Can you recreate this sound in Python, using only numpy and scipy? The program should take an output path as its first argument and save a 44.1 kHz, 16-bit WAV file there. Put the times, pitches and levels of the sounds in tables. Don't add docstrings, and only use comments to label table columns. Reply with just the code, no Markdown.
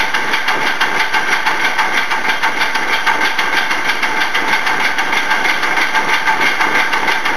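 import sys
import numpy as np
from scipy import signal
from scipy.fft import rfft, irfft, next_fast_len
from scipy.io import wavfile
from scipy.ndimage import uniform_filter1d, minimum_filter1d, map_coordinates

SR = 44100
rng = np.random.default_rng(int(sys.argv[2]) if len(sys.argv) > 2 else 0)


def store_wav(level_fs):
    pcm = np.round(np.clip(np.atleast_2d(level_fs), -1, 1) * 32767)
    wavfile.write(sys.argv[1], SR, pcm.T.astype(np.int16))


N = 324576


def amp(db):
    return 10 ** (np.asarray(db) / 20)


def unit(x):
    return x / np.sqrt(np.mean(x ** 2) + 1e-20)


def along(points, hz):
    point_hz, values = np.transpose(points)
    return np.interp(np.log(hz + 1), np.log(point_hz + 1), values)


def over_time(points):
    return np.interp(np.arange(N) / SR, *np.transpose(points))


def wobble(rate):
    knots = rng.standard_normal(int(N * rate / SR) + 4)
    return map_coordinates(knots, [np.arange(N) * rate / SR])


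def filtered(x, response):
    size = next_fast_len(N + SR // 2)
    hz = np.fft.rfftfreq(size, 1 / SR)
    return irfft(rfft(x, size) * response(hz), size)[:N]


def rush(spectrum, grain_db):
    grains = amp(grain_db * wobble(700))
    noise = rng.standard_normal(N) * grains
    return unit(filtered(noise, lambda hz: amp(along(spectrum, hz))))


def resonate(x, peaks):
    def response(hz):
        gain = 1
        for centre, width, db in peaks:
            damping = 1j * hz * width
            band = damping / (centre * centre - hz * hz + damping)
            gain = gain * (1 + (amp(db) - 1) * band)
        return gain
    return filtered(x, response)


# time in seconds, turns completed.
CRANK_TURNS = [(-.1854, -1), (.4872, 1), (1.148, 3), (2.1178, 6), (4.9928, 15), (6.28, 19), (6.614, 20),
               (7.585, 23)]


def each_turn(angle):
    seconds, turns = np.transpose(CRANK_TURNS)
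    return np.interp(np.arange(turns[0], turns[-1]) + angle, turns, seconds)


def swells(times, strength, attack_s, hold_s, decay_s, scatter_db):
    t, power = np.arange(N) / SR, np.zeros(N)
    levels = np.interp(times, *np.transpose(strength)) + scatter_db * rng.standard_normal(len(times))
    for at, db in zip(times, levels):
        near = slice(*np.searchsorted(t, [at - 1 / 4, at + 1 / 2]))
        age = t[near] - at
        rise = (np.minimum(age, 0) / attack_s) ** 2
        fall = np.maximum(age - hold_s, 0) / decay_s
        power[near] += (amp(db) * np.exp(-rise - fall)) ** 2
    return np.sqrt(power)


# frequency in Hz, time to fall 60 dB in seconds.
ROOM_DECAY = [(200, 0.28), (1500, 0.4), (7000, 0.067)]


def room(x):
    hz, t, grid = signal.stft(rng.standard_normal(SR // 2), SR, nperseg=256)
    decay = amp(-60 * t / along(ROOM_DECAY, hz)[:, None])
    tail = signal.istft(grid * decay, SR, nperseg=256)[1]
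    delayed = np.pad(x, (200, 0))
    return signal.fftconvolve(delayed, tail / np.linalg.norm(tail))[:N]


# frequency in Hz, relative level in dB per Hz.
STEADY_COLOUR = [(25, -9.5), (70, -20), (110, -14.5), (170, -9), (320, -2), (600, -5), (900, -5),
                 (1500, -2.5), (2100, -2.5), (2700, -14), (4000, -15), (6000, -13), (7200, -34)]


def running():
    dead_centre_turn = 0.39
    piston_speed = np.abs(np.sin(2 * np.pi * (over_time(CRANK_TURNS) - dead_centre_turn)))
    level = amp(-28.0 + 3 * piston_speed + 0.75 * wobble(25))
    return level * rush(STEADY_COLOUR, grain_db=2.0)


# frequency in Hz, relative level in dB per Hz.
SLIDE_COLOUR = [(30, -22), (90, -29.5), (140, -6), (210, -5), (295, 2.5), (360, 2), (500, -1), (620, -6.5),
                (820, -7), (1100, -3.5), (1600, -6.5), (2200, -9.5), (3000, -18), (7000, -31)]
KNOCK_COLOUR = [(100, -26), (550, -21), (850, 2), (1150, 2), (1600, -1.5), (2200, -3.5), (3200, -20.5),
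                (7000, -22.5)]
STEEL_COLOUR = [(200, -28), (600, -15), (900, 0), (1300, -2), (2200, 1), (2800, -11), (4000, -5.5),
                (6000, -17.5), (7200, -22)]
# time in seconds, relative level in dB.
SLIDE_STRENGTH = [(.15, -3), (.5, 4), (1.2, -1), (2.4, -4), (3.1, 0), (3.9, -4), (4.6, 1), (5.3, -2),
                  (6.7, 2)]
KNOCK_STRENGTH = [(.15, -14), (.5, -9), (1.15, -9.5), (2.45, -10.5), (2.75, -18.5), (3.08, -9.5),
                  (3.85, -19), (4.6, -10.5), (5.1, -13.5), (6.6, -9), (7.3, -14.5)]


def linkage():
    knock_turn, slide_turn = 0.023, .38
    slide = amp(-26) * swells(each_turn(slide_turn), SLIDE_STRENGTH,
                              attack_s=0.11, hold_s=0.043, decay_s=0.024, scatter_db=0.3)
    knock = amp(-10.5) * swells(each_turn(knock_turn), KNOCK_STRENGTH,
                                attack_s=0.02, hold_s=0.01, decay_s=0.04, scatter_db=1)
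    clack = amp(-13) * swells(each_turn(0), KNOCK_STRENGTH,
                              attack_s=0.0032, hold_s=.003, decay_s=0.0074, scatter_db=2.5)
    sliding = slide * rush(SLIDE_COLOUR, grain_db=3.5)
    knocking = knock * rush(KNOCK_COLOUR, grain_db=2.5)
    clacking = clack * rush(STEEL_COLOUR, grain_db=2.5)
    return sliding + knocking + clacking


# time in seconds, relative level in dB.
VALVE_STRENGTH = [(.6, -11.5), (2.2, -13), (3.5, -11), (4.5, -8), (5.8, -9.5), (7.1, -5)]


def valve_gear():
    valve_turn = 0.403
    drift_turn_per_s = 0.0059
    times = each_turn(valve_turn)
    times = each_turn(valve_turn + drift_turn_per_s * times)
    times = times + rng.normal(-0.0058, 0.0036, len(times))
    rattle = swells(times, VALVE_STRENGTH, attack_s=.004, hold_s=.003, decay_s=0.019, scatter_db=1.5)
    return amp(-12.5) * rattle * rush(STEEL_COLOUR, grain_db=0.5)


# frequency in Hz, relative level in dB per Hz.
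LEAK_COLOUR = [(100, -32), (300, 0.5), (600, -13), (900, -2), (1500, -3), (2200, 4.5), (2700, -10.5),
               (4000, -13.5), (6000, -7), (7200, -47)]
# time in seconds, relative level in dB.
LEAK_STRENGTH = [(.3, -2), (1.3, 2), (2.3, -1.5), (3.4, 1), (4, -3), (6.3, 3.5), (7.2, -0.5)]


def valve_leak():
    leak_turn = 0.449
    seep = swells(each_turn(leak_turn), LEAK_STRENGTH,
                  attack_s=0.012, hold_s=0.036, decay_s=0.023, scatter_db=0.2)
    return amp(-24.5) * seep * rush(LEAK_COLOUR, grain_db=2.5)


# frequency in Hz, relative level in dB per Hz.
OUTWARD_COLOUR = [(30, -20), (90, -28), (300, -5), (600, -19), (800, -9.5), (1300, -4), (2000, -0.5),
                  (2600, -6.5), (3300, -8), (4000, -9), (5200, -6.5), (6300, -15.5), (7200, -67.5)]
RETURN_COLOUR = [(30, -20), (90, -22), (300, -21), (600, -15.5), (800, -5.5), (1300, -0.5), (2000, -1),
                 (2600, -5.5), (3300, -7), (4000, -7), (5200, -8), (6300, -17.5), (7200, -36)]
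# centre in Hz, width in Hz, lift in dB.
OUTWARD_RESONANCES = [(1140, 58, 4), (1630, 46, 5.5), (1780, 60, 5.5), (2760, 100, 7), (3290, 58, 4),
                      (4370, 59, 3), (5080, 78, 0.5)]
RETURN_RESONANCES = [(1565, 89, 2.8), (2354, 140, 5.8), (3220, 56, 3.3), (3530, 94, 5.3), (4430, 100, 4.6),
                     (4620, 90, 3.3)]
# time in seconds, relative level in dB.
OUTWARD_STRENGTH = [(.15, -8.5), (.5, -6.5), (1.5, -7), (2.1, -11.5), (3.1, -7.5), (4.7, -8.5),
                    (5.5, -10.5), (7.3, -9)]
RETURN_STRENGTH = [(0, -.5), (.7, 0.28), (2, -1.1), (3.6, .7), (5.1, 0), (7.2, -1.2)]


def exhaust():
    out_s = each_turn(0) - .003
    back_s = each_turn(0.5565)
    out_burst = amp(-9.0) * swells(out_s, OUTWARD_STRENGTH,
                                   attack_s=0.0054, hold_s=0.0037, decay_s=0.0064, scatter_db=0.4)
    out_tail = amp(-19.0) * swells(out_s, OUTWARD_STRENGTH,
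                                   attack_s=0.015, hold_s=0.0094, decay_s=0.068, scatter_db=0.4)
    back_burst = amp(-18.5) * swells(back_s, RETURN_STRENGTH,
                                     attack_s=0.0058, hold_s=0.0039, decay_s=0.013, scatter_db=0.4)
    back_tail = amp(-24.5) * swells(back_s, RETURN_STRENGTH,
                                    attack_s=0.015, hold_s=0.011, decay_s=0.077, scatter_db=1.2)
    short_chuff = np.hypot(out_burst, out_tail) * rush(OUTWARD_COLOUR, grain_db=1.5)
    long_chuff = np.hypot(back_burst, back_tail) * rush(RETURN_COLOUR, grain_db=1.5)
    return resonate(short_chuff, OUTWARD_RESONANCES) + resonate(long_chuff, RETURN_RESONANCES)


# time in seconds, gain in dB.
PRESSURE_GAIN = [(0, -0.54), (3.2, 0), (5.6, 1.1), (7.36, 0.5)]
# centre in Hz, width in Hz, lift in dB.
BODY_RESONANCES = [(307, 21, 2), (501, 16, 2.5), (745, 59, 8.5), (822, 9.7, 3.5), (880.9, 20.7, 15),
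                   (945, 27, 5.5), (1169, 77, 6.5), (1412, 14, 5.5), (1528, 55, 7), (1597, 57, 9),
                   (1810, 93, 3.5), (2052, 51, 8.5), (2157.4, 28.3, 11), (2298, 45, 7), (2340, 16, 4.5),
                   (2839, 103, 9.5), (3180, 33, 12), (3357, 79, 8), (3533, 47, 8), (3520, 61, -2.5),
                   (4373, 28, 6), (4500, 43, 5), (4685, 14, 10.5), (5100, 58, 4.5), (5270, 250, -7.5),
                   (5540, 37, 6.5), (5744, 43, 8), (5746, 53, 4), (6340, 92, 10.5), (6950, 30, 11.5)]


def scene():
    effort = amp(over_time(PRESSURE_GAIN))
    moving_parts = effort * (running() + linkage())
    engine = resonate(moving_parts + valve_gear() + valve_leak() + exhaust(), BODY_RESONANCES)
    return (engine + amp(-17) * room(engine))[None]


def tick():
    t = np.arange(N) / SR - 3.956
    burst = amp(-23) * (t > 0) * amp(-60 * np.abs(t) / .003)
    return burst * rush([(3000, -30), (7000, 0), (15000, -6)], grain_db=0)


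def limited(x, ceiling):
    needed = ceiling / np.maximum(np.abs(x), ceiling)
    return x * uniform_filter1d(minimum_filter1d(needed, size=220), size=220)


def record(dry):
    camera_sr, band_hz, top_hz = 15750, 7050, 15700
    x = limited(dry[0], ceiling=.85)
    x = filtered(x, lambda hz: 1 / np.sqrt(1 + (hz / band_hz) ** 200))
    slow = signal.resample(x, round(N * camera_sr / SR))
    joined = np.interp(np.arange(N) / N, np.arange(len(slow)) / len(slow), slow)
    x = joined + tick()
    offset = .094
    return filtered(x, lambda hz: hz < top_hz)[None] + offset


dry = scene()
out = record(dry)
store_wav(out)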